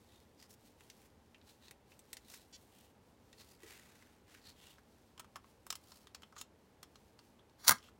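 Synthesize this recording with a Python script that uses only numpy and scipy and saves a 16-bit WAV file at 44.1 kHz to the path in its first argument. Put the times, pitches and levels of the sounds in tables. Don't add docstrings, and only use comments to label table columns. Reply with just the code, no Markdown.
import sys
import numpy as np
from scipy import signal
from scipy.fft import rfft, irfft
from scipy.io import wavfile
from scipy.ndimage import uniform_filter1d

SR = 44100
rng = np.random.default_rng(int(sys.argv[2]) if len(sys.argv) > 2 else 0)


def unload_audio(sound):
    columns = np.transpose(np.atleast_2d(sound))
    steps = np.round(np.clip(columns, -1, 1) * 32767)
    wavfile.write(sys.argv[1], SR, steps.astype(np.int16))


N = 352369

# (time [s], level [dB], extra treble [dB], note of the touched part [Hz])
CRANK_TICKS = [(.8077, -65.5, -5, 2750), (.9, -61, -1, 5800), (1.3456, -64.5, -28, 2800),
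               (1.4142, -72, -27, 3940), (1.6822, -62.5, -12, 4100), (1.7103, -58.5, 2, 2180),
               (1.9188, -66.5, -19, 2490), (1.9919, -72, 13.5, 8200), (2.1306, -53, 7, 3780),
               (2.169, -57, 0, 4200), (2.339, -61, -11, 1950), (3.3289, -63.5, -8, 3820),
               (3.6322, -64, 1, 1920), (4.0239, -67, -11, 1880)]
HOOD_CLICKS = [(4.7835, -67.5, -16, 1530), (5.178, -61, -8, 3100), (5.196, -54, 0.5, 3200),
               (5.1999, -58, 2, 1310), (5.2451, -67, -8, 1250), (5.358, -50.5, -10, 1120),
               (5.364, -57, -6, 1130), (5.4432, -68.5, -28, 1070), (5.6668, -59.5, 5.5, 1260),
               (5.704, -42.3, 0, 3940), (5.726, -48.2, 0, 2900), (5.7546, -54.5, 4.5, 5300),
               (5.9191, -59.5, -9, 4300), (6.0708, -60, -9, 3540), (6.1476, -53, -3.5, 4470),
               (6.2214, -64, -3, 3150), (6.233, -58, -16, 3120), (6.3249, -67, -11, 1240),
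               (6.365, -58, -16, 1230), (6.4132, -51, 4, 4000), (6.83, -56, 0.5, 3370),
               (6.9566, -62, -10, 4100), (7.1906, -62.5, -14, 4500), (7.3927, -71, -30, 3400),
               (7.4965, -74, -11, 4400), (7.784, -63, -12, 5330), (7.886, -69, -19, 1240)]
# (middle time [s], length of the loud part [s], level [dB], extra treble [dB], note [Hz])
GLOVE_STROKES = [(0.15, 0.13, -75.5, -2, 3640), (.426, 0.069, -69.5, -1, 5030),
                 (.521, 0.041, -70, 9.5, 5400), (0.827, 0.09, -78, 4, 3000),
                 (1.032, 0.085, -77.5, 4.5, 2340), (1.491, .045, -72, -4, 4040),
                 (1.65, 0.072, -68.5, -3, 3870), (2.333, 0.17, -71, 3, 4000),
                 (2.338, 0.069, -63.5, 5.5, 5440), (2.578, .21, -84.5, 10.5, 4370),
                 (2.796, 0.2, -76.5, 4, 3030), (3.408, 0.051, -66, -2, 4360), (3.51, 0.1, -73, 4, 4700),
                 (3.721, 0.19, -64.5, -0.5, 1890), (3.958, .39, -73.5, -1.5, 1620),
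                 (4.339, .13, -70.5, -5, 1660), (4.477, 0.089, -65, -4, 4300), (4.663, .15, -67, -1, 3150),
                 (5.932, 0.21, -74, 5, 4560), (6.395, 0.053, -63, -2, 6700), (7.85, 0.089, -69.5, -5, 3140)]
# (pitch [Hz], width [Hz], gain [dB])
CRANK_MODES = [(1923, 160, 7), (2740, 87, -11.5), (3660, 51, -1)]
HOOD_MODES = [(1060, 120, 2.1), (1220, 360, 9.4), (3130, 470, 0.5), (4130, 180, 3), (5230, 260, 4)]
PLATE_MODES = [(1000, 90, -6), (1220, 58, 6.5), (1450, 110, -0.5), (1620, 66, -1), (2137, 100, -4.5),
               (3516, 97, 3.5), (4300, 740, 4), (5760, 380, 6.5), (6740, 150, 6.5), (10000, 500, -4),
               (15500, 400, -2)]
# (frequency [Hz], gain [dB])
TAP_COLOUR = [(100, 3), (350, 2), (2000, 0), (7500, -1), (13000, -5.5), (15800, -1.5)]
SLAM_COLOUR = [(400, -13), (540, -5.5), (750, -2.5), (1000, 2), (2100, 0), (2500, -9), (4500, -1),
               (8200, -8), (9300, -4), (12200, -7.5), (15800, -5.5)]
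RUB_COLOUR = [(300, -0.5), (1200, 2), (1900, 0), (4300, 3.5), (10000, -1.5), (15800, -3.5)]
AIR_COLOUR = [(15, -40.5), (25, -15), (76, 4), (153, -4.5), (223, 0), (363, -5), (439, -4), (714, -11),
              (818, -8), (1230, -16.5), (1610, -18), (5280, -28.5), (14800, -36.5), (16000, -43)]
# (time [s], level [dB])
HINGE_SWING = [(7.58, -79), (7.598, -63), (7.63, -63.5), (7.65, -44), (7.662, -53.5), (7.675, -30)]
# (time [s], level [dB])
FRAME_STRIKES = [(7.676, -36), (7.6805, -22.5), (7.6853, -26.5)]

LOW_HZ, MID_HZ, TREBLE_HZ = 2400, 8000, 15950
LEAD_S, ATTACK_S = .005, .006
HOOD_OPEN_S = 4.8
NOTE_PER_DB = 0.9
FIRM_DB, CHATTER_S, HALF_CHATTER_DB, LEAN_PER_DB = -54.5, 0.045, 31, 0.1845
STOP_S, STOP_DB, FIRST_GAP_S, GAP_SHARE = 7.693, -28.5, .016, .53
# (low [dB], middle [dB], treble [dB])
STRIKE_TONE, STOP_TONE, BOUNCE_LOSS = (-10, 0, 0.5), (5.5, 0, 9.8), (3.8, 6, 6.5)


def undb(db):
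    return 10 ** (np.asarray(db) / 20)


def unit(x):
    return x / np.std(x)


def burst(t60, size=8192):
    return rng.standard_normal(size) * np.exp(-np.log(1000) * np.arange(size) / SR / t60)


def grainy_noise(size, grain_db):
    return rng.standard_normal(size) * undb(grain_db * rng.standard_normal(size))


def wander(t, hz, count=512):
    return np.interp(t * hz, np.arange(count), rng.standard_normal(count))


def add(out, start_s, x):
    i = max(int(start_s * SR), 0)
    out[i:i + len(x)] += x[:max(len(out) - i, 0)]


def butter(x, hz, kind, order=2):
    return signal.sosfilt(signal.butter(order, hz, kind, fs=SR, output="sos"), x)


def ring(x, modes):
    return sum(undb(db) * signal.lfilter(*signal.iirpeak(hz, hz / width, fs=SR), x)
               for hz, width, db in modes)


def colour(x, points, size=1024):
    hz, db = np.transpose(points)
    freqs = np.maximum(np.arange(size // 2 + 1) * SR / size, 1)
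    gain = undb(np.interp(np.log(freqs), np.log(hz), db))
    cepstrum = irfft(np.log(gain))
    cepstrum[1:size // 2] *= 2
    cepstrum[size // 2 + 1:] = 0
    return signal.fftconvolve(x, irfft(np.exp(rfft(cepstrum))))[:len(x)]


def range_levels(level_db, lean_db, treble_db):
    return level_db - lean_db, level_db + lean_db, level_db + treble_db


def balance(x, levels_db, start_s, end_s):
    bands = (butter(x, LOW_HZ, "low", order=5),
             butter(x, [LOW_HZ, MID_HZ], "band", order=4),
             butter(x, MID_HZ, "high", order=5))
    span = slice(int(start_s * SR), int(end_s * SR))
    return sum(undb(db) * band / np.std(band[span]) for db, band in zip(levels_db, bands))


def air(level_db=-66.5):
    return undb(level_db) * unit(colour(rng.standard_normal(N), AIR_COLOUR, size=8192))


def room(x, t60=0.15, echo_db=-17, damp_hz=5000, delay_s=.003):
    tail = butter(burst(t60, size=16384), damp_hz, "low", order=1)
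    tail = np.pad(tail, (int(delay_s * SR), 0))
    return x + undb(echo_db) * signal.fftconvolve(x, tail / np.sqrt(np.sum(tail ** 2)))[:N]


def grip(level_db=-78, settle_db=-4, swell_db=5.0, swell_hz=12):
    t = np.arange(N) / SR
    slips = butter(grainy_noise(N, grain_db=7), 1700, "high")
    creep = unit(colour(slips, RUB_COLOUR))
    return creep * undb(level_db + swell_db * wander(t, swell_hz) + settle_db * (t > HOOD_OPEN_S))


def rubbing(spurt_db=4, spurt_hz=260, note_db=6, width_hz=600, shell_db=-6,
            even_hz=1750, lean_db_per_octave=2.5):
    out = np.zeros(N)
    for middle_s, length_s, level_db, treble_db, part_hz in GLOVE_STROKES:
        levels_db = range_levels(level_db, lean_db_per_octave * np.log2(part_hz / even_hz), treble_db)
        n = int(2.2 * length_s * SR)
        slips = grainy_noise(n, grain_db=5.0) * undb(spurt_db * wander(np.arange(n) / SR, spurt_hz))
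        note = ring(slips, [(part_hz, width_hz, note_db - NOTE_PER_DB * treble_db)])
        shell = undb(shell_db) * ring(slips, CRANK_MODES if middle_s < HOOD_OPEN_S else HOOD_MODES)
        stroke = balance(colour(slips + note + shell, RUB_COLOUR), levels_db, 0, n / SR)
        swell = np.sin(np.pi * np.arange(n) / n) ** 3.05
        add(out, middle_s - n / SR / 2, stroke * swell)
    return out


def palm(start_s=3.632, gain_db=-35):
    out = np.zeros(N)
    add(out, start_s, undb(gain_db) * butter(burst(t60=0.15), [300, 460], "band"))
    return out


def squeak(start_s=2.524, length_s=0.042, level_db=-57.5, slip_hz=390, jitter=0.023, count=24):
    times = np.cumsum(1 + jitter * rng.standard_normal(count)) / slip_hz
    times = times[times < length_s]
    pulses = np.zeros(N)
    pulses[((start_s + times) * SR).astype(int)] = np.sin(2.9 * times / length_s) ** 0.55
    slips = signal.fftconvolve(pulses, burst(t60=0.0099, size=1024))[:N]
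    modes = [(3270, 1700, -3), (4400, 1100, 2), (6300, 1100, -12)]
    sound = ring(butter(slips, [2300, 8500], "band"), modes)
    return undb(level_db) * sound / np.sqrt(np.sum(sound ** 2) / (length_s * SR))


def blow(levels_db, t60, tone_colour, modes, rise_s, spike_db, spike_s=.0012, size=8192):
    t = np.arange(size) / SR - LEAD_S
    spike = 1 + undb(spike_db) * np.exp(-(t / spike_s - .5) ** 2)
    rise_and_fall = np.exp(np.minimum(t / rise_s, -np.log(1000) * t / t60))
    spectrum = rfft(rng.standard_normal(size) * spike * rise_and_fall)
    spectrum /= np.sqrt(uniform_filter1d(np.abs(spectrum) ** 2, size=96))
    crack = colour(irfft(spectrum) * np.linspace(1, 0, size) ** 2, tone_colour)
    return balance(crack + ring(crack, modes), levels_db, LEAD_S, LEAD_S + ATTACK_S)


def knocks(table, modes, note_db, note_width_hz, rise_s, even_hz, lean_db_per_octave,
           scatter_db=4.5, minor_db=3, minor_width_hz=110):
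    out = np.zeros(N)
    for time_s, level_db, treble_db, part_hz in table:
        force_db = level_db - FIRM_DB
        lean_db = lean_db_per_octave * np.log2(part_hz / even_hz) + LEAN_PER_DB * force_db
        levels_db = range_levels(level_db, lean_db, treble_db)
        slowness = .5 ** (force_db / HALF_CHATTER_DB)
        shell = [(hz, width, db + scatter_db * rng.standard_normal()) for hz, width, db in modes]
        minor = [(hz, minor_width_hz, minor_db) for hz in rng.uniform(1420, 11790, size=10)]
        note = (part_hz, note_width_hz, note_db - NOTE_PER_DB * treble_db)
        knock = blow(levels_db, CHATTER_S * slowness, TAP_COLOUR, [*shell, *minor, note],
                     rise_s * slowness, spike_db=1)
        add(out, time_s - LEAD_S, knock)
    return out


def hinge(gain_db=-1):
    times, db = np.transpose(HINGE_SWING)
    slips = colour(grainy_noise(N, grain_db=3), SLAM_COLOUR)
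    level_db = np.interp(np.arange(N) / SR, times, db, left=-np.inf, right=-np.inf)
    return unit(slips + ring(slips, PLATE_MODES)) * undb(level_db + gain_db)


def magnifier(strike_t60=0.027, stop_t60=0.024, thud_db=3.5, stop_hits=4):
    out = np.zeros(N)
    blows = [(time_s, db + np.array(STRIKE_TONE), strike_t60) for time_s, db in FRAME_STRIKES]
    for bounce in range(stop_hits):
        time_s = STOP_S + FIRST_GAP_S * np.sum(GAP_SHARE ** np.arange(bounce))
        levels_db = STOP_DB + np.array(STOP_TONE) - bounce * np.array(BOUNCE_LOSS)
        blows.append((time_s, levels_db, stop_t60))
    for time_s, levels_db, t60 in blows:
        slam = blow(levels_db, t60, SLAM_COLOUR, PLATE_MODES, rise_s=0.00034, spike_db=-3)
        add(out, time_s - LEAD_S, slam)
        thud = butter(burst(t60=0.082), [85, 270], "band", order=3)
        add(out, time_s, undb(levels_db[0] + thud_db) * thud)
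    return out


def scene():
    crank = knocks(CRANK_TICKS, CRANK_MODES, note_db=1, note_width_hz=620, rise_s=0.00031,
                   even_hz=2150, lean_db_per_octave=5.0)
    hood = knocks(HOOD_CLICKS, HOOD_MODES, note_db=6, note_width_hz=220, rise_s=0.0007,
                  even_hz=2650, lean_db_per_octave=3.5)
    background = air()
    handling = crank + hood + magnifier() + hinge() + grip() + rubbing() + squeak() + palm()
    return (background + room(handling))[None]


def record(dry):
    treble_cut = signal.ellip(10, .2, 70, TREBLE_HZ, fs=SR, output="sos")
    return signal.sosfilt(treble_cut, butter(dry, 29, "high", order=3))


dry = scene()
out = record(dry)
unload_audio(out)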